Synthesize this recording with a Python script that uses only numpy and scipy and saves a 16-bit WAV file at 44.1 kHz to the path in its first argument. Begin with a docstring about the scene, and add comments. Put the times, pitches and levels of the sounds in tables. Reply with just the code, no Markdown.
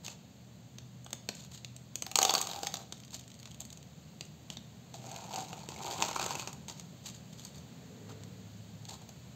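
"""A thin plastic sachet crinkles in a hand: creases snap as coloured clicks.
From 2.1 s sugar-beaded gummy sweets pour into a light plastic bowl: knocks, patter and modal ring; they settle.
The sachet ticks faintly and is put down; from 4.9 s the bowl is tilted and the sweets roll on its side.
From 6.6 s fingers brush the rim: stick-slip noise and a few knocks; a dull swell and a lower hum pass.
Throughout: a small room's noise tail, hiss, low rumble and wavering hum."""
import sys
import numpy as np
from scipy import signal
from scipy.fft import rfft, irfft, next_fast_len
from scipy.io import wavfile
from scipy.ndimage import map_coordinates

SR = 44100
rng = np.random.default_rng(int(sys.argv[2]) if len(sys.argv) > 2 else 0)


def inscribe(sig):
    """Save sig as 16-bit PCM at rate SR to the path in sys.argv[1].

    A 1-D sig is mono; a 2-D sig holds one channel per row.
    Samples are clipped to [-1, 1] before scaling.
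    """
    pcm = np.round(np.clip(np.atleast_2d(sig).T, -1, 1) * 32767)
    wavfile.write(sys.argv[1], SR, pcm.astype(np.int16))


N = 412335

# All levels are before the mix gains; spectra give shape only.
# Crease snaps: t/s, crack level/dB, body re crack/dB, treble re crack/dB, spot f/Hz
SNAPS = [(0.0472, -53, -31, 5, 4620), (0.0632, -44.5, -26, -2, 4830), (0.0804, -44.5, -7.5, -1.5, 2630),
         (0.7837, -48.5, -13, -6, 3730), (1.0448, -76, -2, 23, 3920), (1.0626, -53, -1, -1.5, 3330),
         (1.1053, -58, -3.5, 3, 3610), (1.1292, -40.5, -7.5, 2.5, 3700), (1.2884, -34.5, -8, -4.5, 4430),
         (1.3507, -57, -18, 6, 3810), (1.646, -44, -18, -6, 4200), (1.7634, -54, -21.5, 4.5, 3830),
         (1.9552, -41, -14, 5, 5300), (2.0218, -41, -7.5, 6, 4670), (2.9232, -43, -9, -2, 4190),
         (3.0348, -55, -28, -8, 3180), (3.1951, -56, -22, 3, 3780), (3.316, -57, -22.5, -3, 3040),
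         (3.3983, -59, -21.5, 1.0, 4410), (3.4291, -53.5, -13, -4, 2970), (3.455, -48.5, -9, -10, 3930),
         (3.4737, -55.5, -5, -6, 4630), (3.6039, -53.5, -18, 12, 3780), (3.7261, -59, -13, 5, 4090),
         (3.8276, -60, -14, 1, 3900), (4.2085, -41.5, -14, -6, 3680), (4.2516, -66, -8, 9, 3100),
         (4.5009, -42, -11, -7.0, 3200), (4.5698, -44.5, -12.5, -11, 3830)]
# Spells of faint ticks: start t/s, end t/s, crack level/dB
HANDLING = [(2.944, 3.2, -58.5), (3.203, 3.46, -61), (3.478, 3.776, -57.5)]
# Crack spectrum of film and bowl side: f/Hz, level/dB
CREASE = [(400, -9.5), (1100, -27), (1800, -7), (2600, 0), (3500, 0.5), (4500, 0.5), (5800, 5.5),
          (8000, -18.5), (16000, -49)]
# Body spectrum of the flexing film: f/Hz, level/dB
FLEX = [(30, -17), (90, -31), (200, 8), (400, 0), (650, 1.5), (1000, -1.5), (1700, -6), (2500, -17),
        (5000, -61)]


def sachet():
    """Creases of the film buckle one at a time; handling sets off faint, shorter ones."""
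    snaps = np.c_[SNAPS, np.full(len(SNAPS), 6)]  # spot peak, dB
    body, bright = clicks(snaps, CREASE, FLEX, t60=0.015, treble_t60=0.0094, body_t60=0.024,
                          spot_octaves=0.12)
    faint = np.vstack([scattered(start, end, db, body_db=-23, treble_db=1, scatter_db=2.5, count=9)
                       for start, end, db in HANDLING])
    tick_body, tick_bright = clicks(faint, CREASE, FLEX, t60=0.0075, treble_t60=0.0022, body_t60=0.012,
                                    spot_octaves=0.19)
    return amp(-4.0) * body + amp(-5.5) * bright + amp(-5.5) * (tick_body + tick_bright)


TILT_S = 4.9  # from here the sweets run on the bowl's side
# Sweets and fingertips on the bowl: t/s, crack level/dB, body re crack/dB, treble re crack/dB,
# spot f/Hz, spot peak/dB
KNOCKS = [(2.0643, -42.5, -0.5, -9, 2490, 10), (2.114, -44, -5.5, 0, 2470, 7),
          (2.1557, -25.5, -8.5, 0.5, 4150, 9.5), (2.173, -46, -6, 11, 7800, 8),
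          (2.1872, -28.5, 2.5, 1, 4400, 9), (2.2152, -33.5, 1, -2, 4360, 2),
          (2.2286, -29.5, -5, 4, 3120, 9), (2.2499, -28, -1, -1.5, 3640, 8),
          (2.2938, -27, -5, -13, 4500, 14), (2.3063, -38, 0, 1, 3210, 3), (2.338, -34.5, 6, 4, 4600, 5),
          (2.3502, -28, -7.5, -9, 4540, 19), (2.3796, -40.5, -9, -2, 4350, 1),
          (2.3878, -43.5, -8, 2, 4430, 3), (2.4137, -38.5, -12, 7.5, 6470, 7),
          (2.4703, -42.5, -2, 1, 3680, 8), (2.4974, -45, -6, -18.5, 3900, 16),
          (2.5128, -42.5, -5, -7, 3715, 5), (2.6314, -39, 2, -2.5, 4700, 5),
          (2.6689, -35, -7.5, -2.5, 4300, 1), (2.74, -38.5, -4.5, 0.5, 4500, -7),
          (2.7541, -46, -9, -12, 3810, 5), (2.7688, -46, -7, -2, 3650, 3), (4.9406, -51, 5.5, -1, 3730, 8),
          (5.1143, -48.5, -1, 0.5, 6020, 15), (5.1613, -46, 0, -6, 3200, 9),
          (5.3351, -46, -2, -12, 3460, 10), (5.3583, -41.5, -2, -1, 4620, 10),
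          (5.5292, -47, 7, -5, 2770, 10), (5.6875, -44.5, 4.5, -1, 4390, -4),
          (5.7607, -52, 3, -3, 2210, 19), (5.9091, -44, 2, -5, 4620, 14), (6.0225, -28, -1.5, -6, 2450, 15),
          (6.039, -39.5, 2.5, -10, 4040, 6), (6.083, -42, -12, -3, 4900, 7), (6.1115, -43, 4, -7, 2380, 8),
          (6.1615, -43.5, 13.5, 1.5, 5580, 6), (6.1954, -36.5, 5, -5, 2500, 16),
          (6.2131, -40.5, 3.5, -2, 2570, 9), (6.2268, -39, 1, -3, 4920, 9), (6.2415, -43, 4, -1, 2520, 5),
          (6.2621, -41.5, 9, 4.5, 6770, 7), (6.3061, -39.5, 1, -5, 4730, 10), (6.352, -41, 5, 1, 2650, 13),
          (6.3952, -41, 0, -3, 2480, 10), (6.4731, -39, 0.5, -6, 2450, 7), (6.529, -53, 1.5, 5.5, 7290, 5),
          (6.6822, -48.5, 1.5, 1, 3380, 3), (6.697, -45.5, -4, -2, 3100, 7),
          (6.796, -50.5, -18, 3, 4700, 10), (7.449, -48, -21.5, 4, 4520, 17),
          (8.2345, -55.5, -12, -0.5, 3370, 10), (8.852, -52.5, -19, -1, 4100, 11),
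          (9.09, -54.5, 0, 2.5, 4220, 5)]
# Crack spectrum on the base: f/Hz, level/dB
CRACK = [(400, -24), (1300, -13), (1900, -7), (2800, 1), (4400, 3), (5800, 6.5), (8000, -33), (16000, -44)]
# Drumming spectrum of the base: f/Hz, level/dB
BASE = [(30, -30), (150, -8), (300, -4.5), (450, -1), (600, -4.5), (780, 1.5), (950, -5), (1280, -3.5),
        (1550, -6), (2200, -31), (5000, -18)]
# Drumming spectrum of the side: f/Hz, level/dB
SIDE = [(40, -26), (250, -6.5), (360, 3), (520, -1), (780, 2.5), (1000, 0.5), (1150, -9), (1300, -3.5),
        (1480, -7), (1850, -17), (2450, -8), (3000, -17), (5000, -50)]


def knocks(motion):
    """Hard sugar coats click and drum on the base, then on the tilted side; gives drumming and clicks."""
    rows = np.vstack([KNOCKS, bumps(motion)])
    tilted = rows[:, 0] > TILT_S
    base, base_click = clicks(rows[~tilted], CRACK, BASE, t60=0.015, treble_t60=0.011, body_t60=0.018,
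                              spot_octaves=0.08)
    side, side_click = clicks(rows[tilted], CREASE, SIDE, t60=0.018, treble_t60=0.011, body_t60=0.014,
                              spot_octaves=0.086)
    drumming = amp(-6.0) * base + amp(-9.0) * side
    clicking = amp(-4.5) * base_click + amp(-6) * side_click
    return drumming, clicking


POUR_S, POUR_RISE_S, POUR_HOLD_S, POUR_DB = 2.16, 0.084, 0.043, -38.5
SETTLE_DB_PER_S = 30.5
REST_S, STOP_S = 2.73, 0.067  # the stop starts POUR_RISE_S after REST_S, losing 20 dB per STOP_S
JERK_DB, JERKS_PER_S = 2.5, 28
STIR_DB, STIR_FADE_S = -12.5, 0.05  # re the knock; time to lose 20 dB
# Rolling as the bowl is rocked: t/s, level/dB
ROLL = [(4.98, -64), (5.06, -57), (5.16, -50), (5.3, -56), (5.36, -45), (5.42, -49), (5.48, -55.5),
        (5.6, -57.5), (5.75, -54), (5.92, -45.5), (6.06, -46.5), (6.17, -50.5), (6.23, -46), (6.41, -47),
        (6.599, -86)]


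def sweets_motion():
    """Sweets pour, settle and later roll, in fits and starts; every knock stirs them briefly."""
    stopping = envelope(0, POUR_RISE_S, STOP_S, hold=REST_S)
    settling = envelope(POUR_S, POUR_RISE_S, 20 / SETTLE_DB_PER_S, hold=POUR_HOLD_S)
    pour = amp(POUR_DB) * settling * stopping
    roll = amp(curves(ROLL, outside=-120)[0])
    jerks = amp(JERK_DB * wobble(JERKS_PER_S))
    stirred_power = np.zeros(N)
    rocking = envelope(0, 0.002, STIR_FADE_S)[:SR // 2]
    for s, db, *_ in KNOCKS:
        add(stirred_power, s, (amp(db + STIR_DB) * rocking) ** 2)
    return np.sqrt((pour ** 2 + roll ** 2) * jerks ** 2 + stirred_power)


def bumps(motion):
    """Moving sweets collide, the harder the faster they go."""
    kind = dict(db=-2, body_db=-3, treble_db=-4, scatter_db=1)  # db re motion
    poured = scattered(POUR_S, REST_S, **kind, count=16)
    rolled = scattered(ROLL[0][0], ROLL[-1][0], **kind, count=50)
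    rows = np.vstack([poured, rolled])
    rows[:, 1] += 20 * np.log10(motion[(rows[:, 0] * SR).astype(int)])
    return rows


# Scratch spectrum of sugar on plastic: f/Hz, level/dB
SUGAR = [(300, -38), (1300, -16), (1850, -12.5), (2350, -3), (3000, -3.5), (4500, 1), (7000, 2.5),
         (12000, -13), (16000, -19)]


def rolling(motion, surface, drum_rate, drum_db, scratch_rate, spread_db, scratch_db):
    """Sugar beads drum softly on the plastic, sharper ones scratch it; gives drumming and scratches."""
    drum = through(patter(drum_rate, spread_db=4.5, t60=0.012), colour(surface))
    scratch = through(patter(scratch_rate, spread_db, t60=0.006), colour(SUGAR))
    return motion * amp(drum_db) * unit(drum), motion * amp(scratch_db) * unit(scratch)


WALL_DB, WALL_OCTAVES = 10.5, 0.3  # peak height, half width
WALL_WANDER_OCTAVES, WALL_HOPS_PER_S = 0.18, 70
# Touched place, low in the soft middle, high near the stiff side: t/s, mean resonance f/Hz
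WALL = [(2.15, 840), (2.35, 856), (2.56, 720), (4.95, 670), (5.3, 836), (5.6, 901), (5.8, 866), (6.0, 1000),
        (6.2, 1250), (6.4, 1110), (6.55, 1110), (8.1, 1010), (8.9, 810)]


def wall(x):
    """The wall stresses the pitch of the place touched, which wanders fast; crossfaded resonances."""
    centres_hz = np.geomspace(560, 1400, num=7)
    touched_hz = curves(WALL)[0] * 2 ** (WALL_WANDER_OCTAVES * wobble(WALL_HOPS_PER_S))
    place = np.interp(touched_hz, centres_hz, np.arange(len(centres_hz)))
    out = np.zeros(N)
    for k, centre_hz in enumerate(centres_hz):
        share = np.clip(1 - abs(place - k), 0, 1)
        resonance = causal(lambda hz: peak(hz, centre_hz, WALL_DB, WALL_OCTAVES) - WALL_DB / 2)
        out += through(x * share, resonance)
    return out


# Modes of the thin bowl: f/Hz, relative level/dB, free t60/s
BOWL = [(361, -11, .12), (446, -11, .12), (545, -10, .13), (617, -8, .16), (690, -8, .16), (750, -2.5, .26),
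        (814, -3, .22), (865, -8, .12), (956, -8, .11), (1040, -5, .14), (1280, -2.5, .15), (1540, -14, .1)]


def bowl_ring(decay=1):
    """Decaying bowl modes as an impulse response of energy 1; a hand shortens t60 by the factor decay."""
    t = np.arange(SR // 3) / SR
    ring = np.zeros(len(t))
    for k, (hz, db, t60) in enumerate(BOWL):
        ring += (-1) ** k * amp(db - 60 * t / (t60 * decay)) * np.sin(2 * np.pi * hz * t)
    return ring / np.linalg.norm(ring)


STROKE_RISE_S, STROKE_FADE_S = 0.01, 0.027  # fade: time to lose 20 dB
# Plastic sliding under fingers: start t/s, hold t/s, level/dB, dull rub re level/dB
STROKES = [(0.032, 0.081, -56.5, -6), (1.342, 0.1, -62.5, -12), (1.505, 0.067, -60, -11),
           (3.124, 0.018, -50.5, -7), (3.597, 0.0061, -54.5, -2), (4.503, 0.015, -59, -4),
           (4.935, 0.015, -57, 2), (6.679, 0.027, -55.5, -4.5), (6.757, 0.038, -63, -14),
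           (7.037, 0.046, -54, -9), (7.137, 0.012, -56.5, -21), (7.322, 0.002, -58, -15),
           (7.372, 0.097, -61, -24), (7.536, 0.046, -62, -8), (8.085, 0.012, -59.5, 5.5),
           (8.879, 0.054, -55.5, -0.5), (9.01, .004, -64, 6)]
# Rustle spectrum: f/Hz, level/dB
FILM = [(200, -23), (1000, -10), (2000, -13), (3800, 0), (7000, 1.5), (12000, -14), (16000, -23)]


def rustle():
    """Sliding plastic sticks and slips in a crowd of minute ticks; gives the wall's dull rub and the rustle."""
    pressed, sliding = np.zeros(N), np.zeros(N)
    for s, hold, db, rub_db in STROKES:
        level = amp(db) * envelope(s, STROKE_RISE_S, STROKE_FADE_S, hold=hold)
        sliding += level
        pressed += level * amp(rub_db)
    ticks = patter(rate=550, spread_db=7.0, t60=0.02) + amp(-10.0) * rng.standard_normal(N)
    return pressed * noise(SIDE), amp(7.5) * sliding * unit(through(ticks, colour(FILM)))


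# Treble spectrum of every click: f/Hz, level/dB
TREBLE = [(2000, -53), (5000, -7), (6400, 12), (7200, 7), (8000, 8.5), (12000, -6.5), (16000, -11)]
STRIKE_S, STRIKE_DB = 0.0012, -4  # spike delay; level re the shiver


def clicks(rows, crack, body, t60, treble_t60, body_t60, spot_octaves, size=2048):
    """Click = spike + fast-dying noise shiver, stressed at the spot's pitch; gives body and bright tracks."""
    t = np.arange(size) / SR
    low, mid, high = colour(body)[:size], colour(crack)[:size], colour(TREBLE)[:size]
    spike = amp(STRIKE_DB) * unit(np.sinc((t - STRIKE_S) * SR))
    onset = (1 - np.exp(-t / 0.00055)) ** 2
    afterring = amp(-25 - 60 * t / 0.035)

    def burst(life):
        """One spike and its shiver, with t60 = life."""
        return spike + unit(rng.standard_normal(size) * onset * (amp(-60 * t / life) + afterring))

    dull, bright = np.zeros(N), np.zeros(N)
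    for s, db, body_db, treble_db, spot_hz, ring_db in rows:
        spot = causal(lambda hz: peak(hz, spot_hz, ring_db, spot_octaves), size=1024)
        snap = unit(through(through(burst(t60), spot), mid))
        sparkle = amp(treble_db) * unit(through(burst(treble_t60), high))
        add(dull, s, amp(db + body_db) * unit(through(burst(body_t60), low)))
        add(bright, s, amp(db) * (snap + sparkle))
    return dull, bright


# Range of small-click pitches: low f/Hz, high f/Hz
SPOT_RANGE_HZ = (2730, 5170)


def scattered(start, end, db, body_db, treble_db, scatter_db, count):
    """Rows of small clicks at uneven moments, each with its own strength, colour and pitch."""
    s = start + (end - start) * (np.arange(count) + rng.random(count)) / count
    scatter = scatter_db * np.clip(rng.standard_normal((count, 3)), -1.5, 1.5)
    levels = [db, body_db, treble_db] + scatter
    spot_hz = rng.uniform(*SPOT_RANGE_HZ, count)
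    return np.c_[s, levels, spot_hz, np.full(count, 6)]  # spot peak, dB


def patter(rate, spread_db, t60):
    """Tiny contacts at random moments, of uneven sizes, each a short noise burst; rms 1."""
    sizes = amp(spread_db * np.clip(rng.standard_normal(N), -2, 2))
    contacts = (rng.random(N) < rate / SR) * sizes
    fade = amp(-60 * np.arange(SR // 40) / SR / t60)
    power = np.abs(through(contacts ** 2, fade ** 2))
    return unit(np.sqrt(power) * rng.standard_normal(N))


# Decay of the room: f/Hz, t60/s
ROOM = [(200, 0.75), (1000, 0.49), (4000, 0.45), (14000, 0.23)]


def room(x):
    """Diffuse tail, treble dying first; redrawn every 0.25 s as the hands move."""
    out, hop = np.zeros(N), SR // 4
    for start in range(0, N, hop):
        hz, t, z = signal.stft(rng.standard_normal(SR // 2), SR, nperseg=256)
        decay = amp(-60 * t / along(ROOM, hz)[:, None])
        tail = signal.istft(z * decay, SR, nperseg=256)[1]
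        tail /= np.linalg.norm(tail)
        add(out, start / SR + 0.005, signal.fftconvolve(x[start:start + hop], tail))
    return out


HUM_HZ = 122.6
# Wavering hum: t/s, level/dB
HUM = [(0, -64.5), (0.95, -53.5), (1.45, -60.5), (1.8, -54), (2.3, -69), (3.5, -58.5), (4.3, -68),
       (5.05, -54.5), (5.7, -68), (7.5, -58), (8.2, -76), (9.35, -58)]
# Rumble: t/s, level/dB before a 2 dB lift
RUMBLE = [(0.0, -54.5), (0.21, -57), (3.49, -56), (6.2, -53), (9.35, -54.5)]
# Rumble spectrum: f/Hz, level/dB
LOW = [(20, -50), (48, -37), (60, -29), (76, -5.5), (92, -7), (120, 0), (180, 1), (250, -7), (320, -16),
       (700, -18), (1300, -34.5), (3000, -57)]
# Dull swell spectrum: f/Hz, level/dB
SWELL = [(100, -43), (250, 17.5), (330, -3.5), (440, 11), (800, -14), (2000, -10.5), (5000, -50)]
# Hiss: t/s, level/dB
HISS = [(0, -63), (1, -63), (3.9, -61.5), (7.7, -59.5), (9.35, -59.5)]
# Hiss spectrum: f/Hz, level/dB
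AIR = [(100, -2), (1000, 1), (2000, 0), (4200, 3), (7000, 3), (12000, -11), (16000, -9.5)]


def background():
    """Hiss, rumble and swell are filtered noise; hums are sines of wandering pitch, one passing."""
    hums = tone(HUM_HZ, curves(HUM)[0], waver_hz=2.55) + tone(78, db=-68.5, waver_hz=2.44)
    drone = envelope(7.83, rise=0.25, fade=0.23, hold=0.8) * tone(106.5, db=-53.5, waver_hz=1.22)
    rumble = amp(curves(RUMBLE)[0] + 2.0) * noise(LOW)
    surge = amp(-54.5) * envelope(7.3, rise=0.84, fade=0.65) * noise(SWELL)
    hiss = amp(curves(HISS)[0]) * noise(AIR)
    return hums + drone + rumble + surge + hiss


def tone(hz, db, waver_hz):
    """A sine whose pitch wanders slightly."""
    drift = map_coordinates(rng.standard_normal(80), [np.linspace(2, 77, N)])
    return np.sqrt(2) * amp(db) * np.sin(2 * np.pi * np.cumsum(hz + waver_hz * drift) / SR)


def noise(spectrum):
    """Steady coloured noise of rms 1."""
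    return unit(through(rng.standard_normal(N), colour(spectrum)))


def envelope(start, rise, fade, hold=0):
    """Rises to 1, holds, then loses 20 dB in every fade time; cut after four."""
    t = np.arange(int((rise + hold + 4 * fade) * SR)) / SR
    out = np.zeros(N)
    add(out, start, np.clip(t / rise, 0, 1) * amp(-20 * np.maximum(t - rise - hold, 0) / fade))
    return out


def wobble(rate):
    """A smooth random curve, rate knots a second."""
    return map_coordinates(rng.standard_normal(200), [np.arange(N) * rate / SR], mode="mirror")


def peak(hz, centre_hz, height_db, octaves):
    """Gain in dB of one broad resonance."""
    return height_db / (1 + (np.log2((hz + 1) / centre_hz) / octaves) ** 2)


def amp(db):
    """Decibels to gain."""
    return 10 ** (np.asarray(db) / 20)


def unit(x):
    """Scaled to rms 1."""
    return x / np.sqrt(np.mean(x ** 2) + 1e-20)


def along(points, hz):
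    """(Hz, value) points read on a log axis."""
    f, v = np.transpose(points)
    return np.interp(np.log(hz + 1), np.log(f + 1), v)


def curves(rows, outside=None):
    """One value per sample for each column after the time."""
    s, *cols = np.transpose(rows)
    return [np.interp(np.arange(N) / SR, s, c, left=outside, right=outside) for c in cols]


def causal(gain_db, size=4096):
    """Minimum-phase impulse response with this gain over frequency, by folding the cepstrum."""
    cepstrum = irfft(np.log(amp(gain_db(np.fft.rfftfreq(size, 1 / SR)))))
    cepstrum[1:size // 2] *= 2
    cepstrum[size // 2 + 1:] = 0
    return irfft(np.exp(rfft(cepstrum)))


def colour(spectrum):
    """Impulse response of energy 1 with the given spectrum."""
    response = causal(lambda hz: along(spectrum, hz))
    return response / np.linalg.norm(response)


def through(x, response):
    """x convolved with a response, at its own length."""
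    return signal.oaconvolve(x, response)[:len(x)]


def add(track, s, sound):
    """Mix a sound in at time s."""
    part = track[max(round(s * SR), 0):][:len(sound)]
    part += sound[:len(part)]


def scene():
    """Sachet, sweets, bowl and fingers, their room, and the background."""
    motion = sweets_motion()
    tilted = np.arange(N) / SR > TILT_S
    settling = rolling(motion * ~tilted, BASE, drum_rate=720, drum_db=-3,
                       scratch_rate=510, spread_db=2.0, scratch_db=-5.0)
    tilting = rolling(motion * tilted, SIDE, drum_rate=600, drum_db=2.5,
                      scratch_rate=600, spread_db=3.5, scratch_db=1.5)
    drumming, clicking = np.sum([knocks(motion), rustle(), settling, tilting], axis=0)
    body = wall(drumming)
    free_ring = amp(-28) * through(body * ~tilted, bowl_ring())
    held_ring = amp(-26.5) * through(body * tilted, bowl_ring(decay=0.52))
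    near = sachet() + clicking + body + free_ring + held_ring
    return (near + amp(-11.0) * room(near) + background())[None]


TOP_HZ = 15700
# Weak bands of the microphone: low edge f/Hz, high edge f/Hz, level/dB
DIPS = [(4780, 6120, -7.5), (7730, 8410, -5.5), (8532, 11590, -19.5)]


def record(dry):
    """The microphone has a few weak treble bands and a steep upper limit."""
    def dips_db(hz):
        """Sum of soft-edged bands."""
        return sum(db * (np.tanh((hz - lo) / 50) - np.tanh((hz - hi) / 50)) / 2 for lo, hi, db in DIPS)

    heard = through(dry[0], causal(dips_db))
    size = next_fast_len(N + SR)
    passed = np.fft.rfftfreq(size, 1 / SR) < TOP_HZ
    return irfft(rfft(heard, size) * passed, size)[None, :N]


dry = scene()
out = record(dry)
inscribe(out)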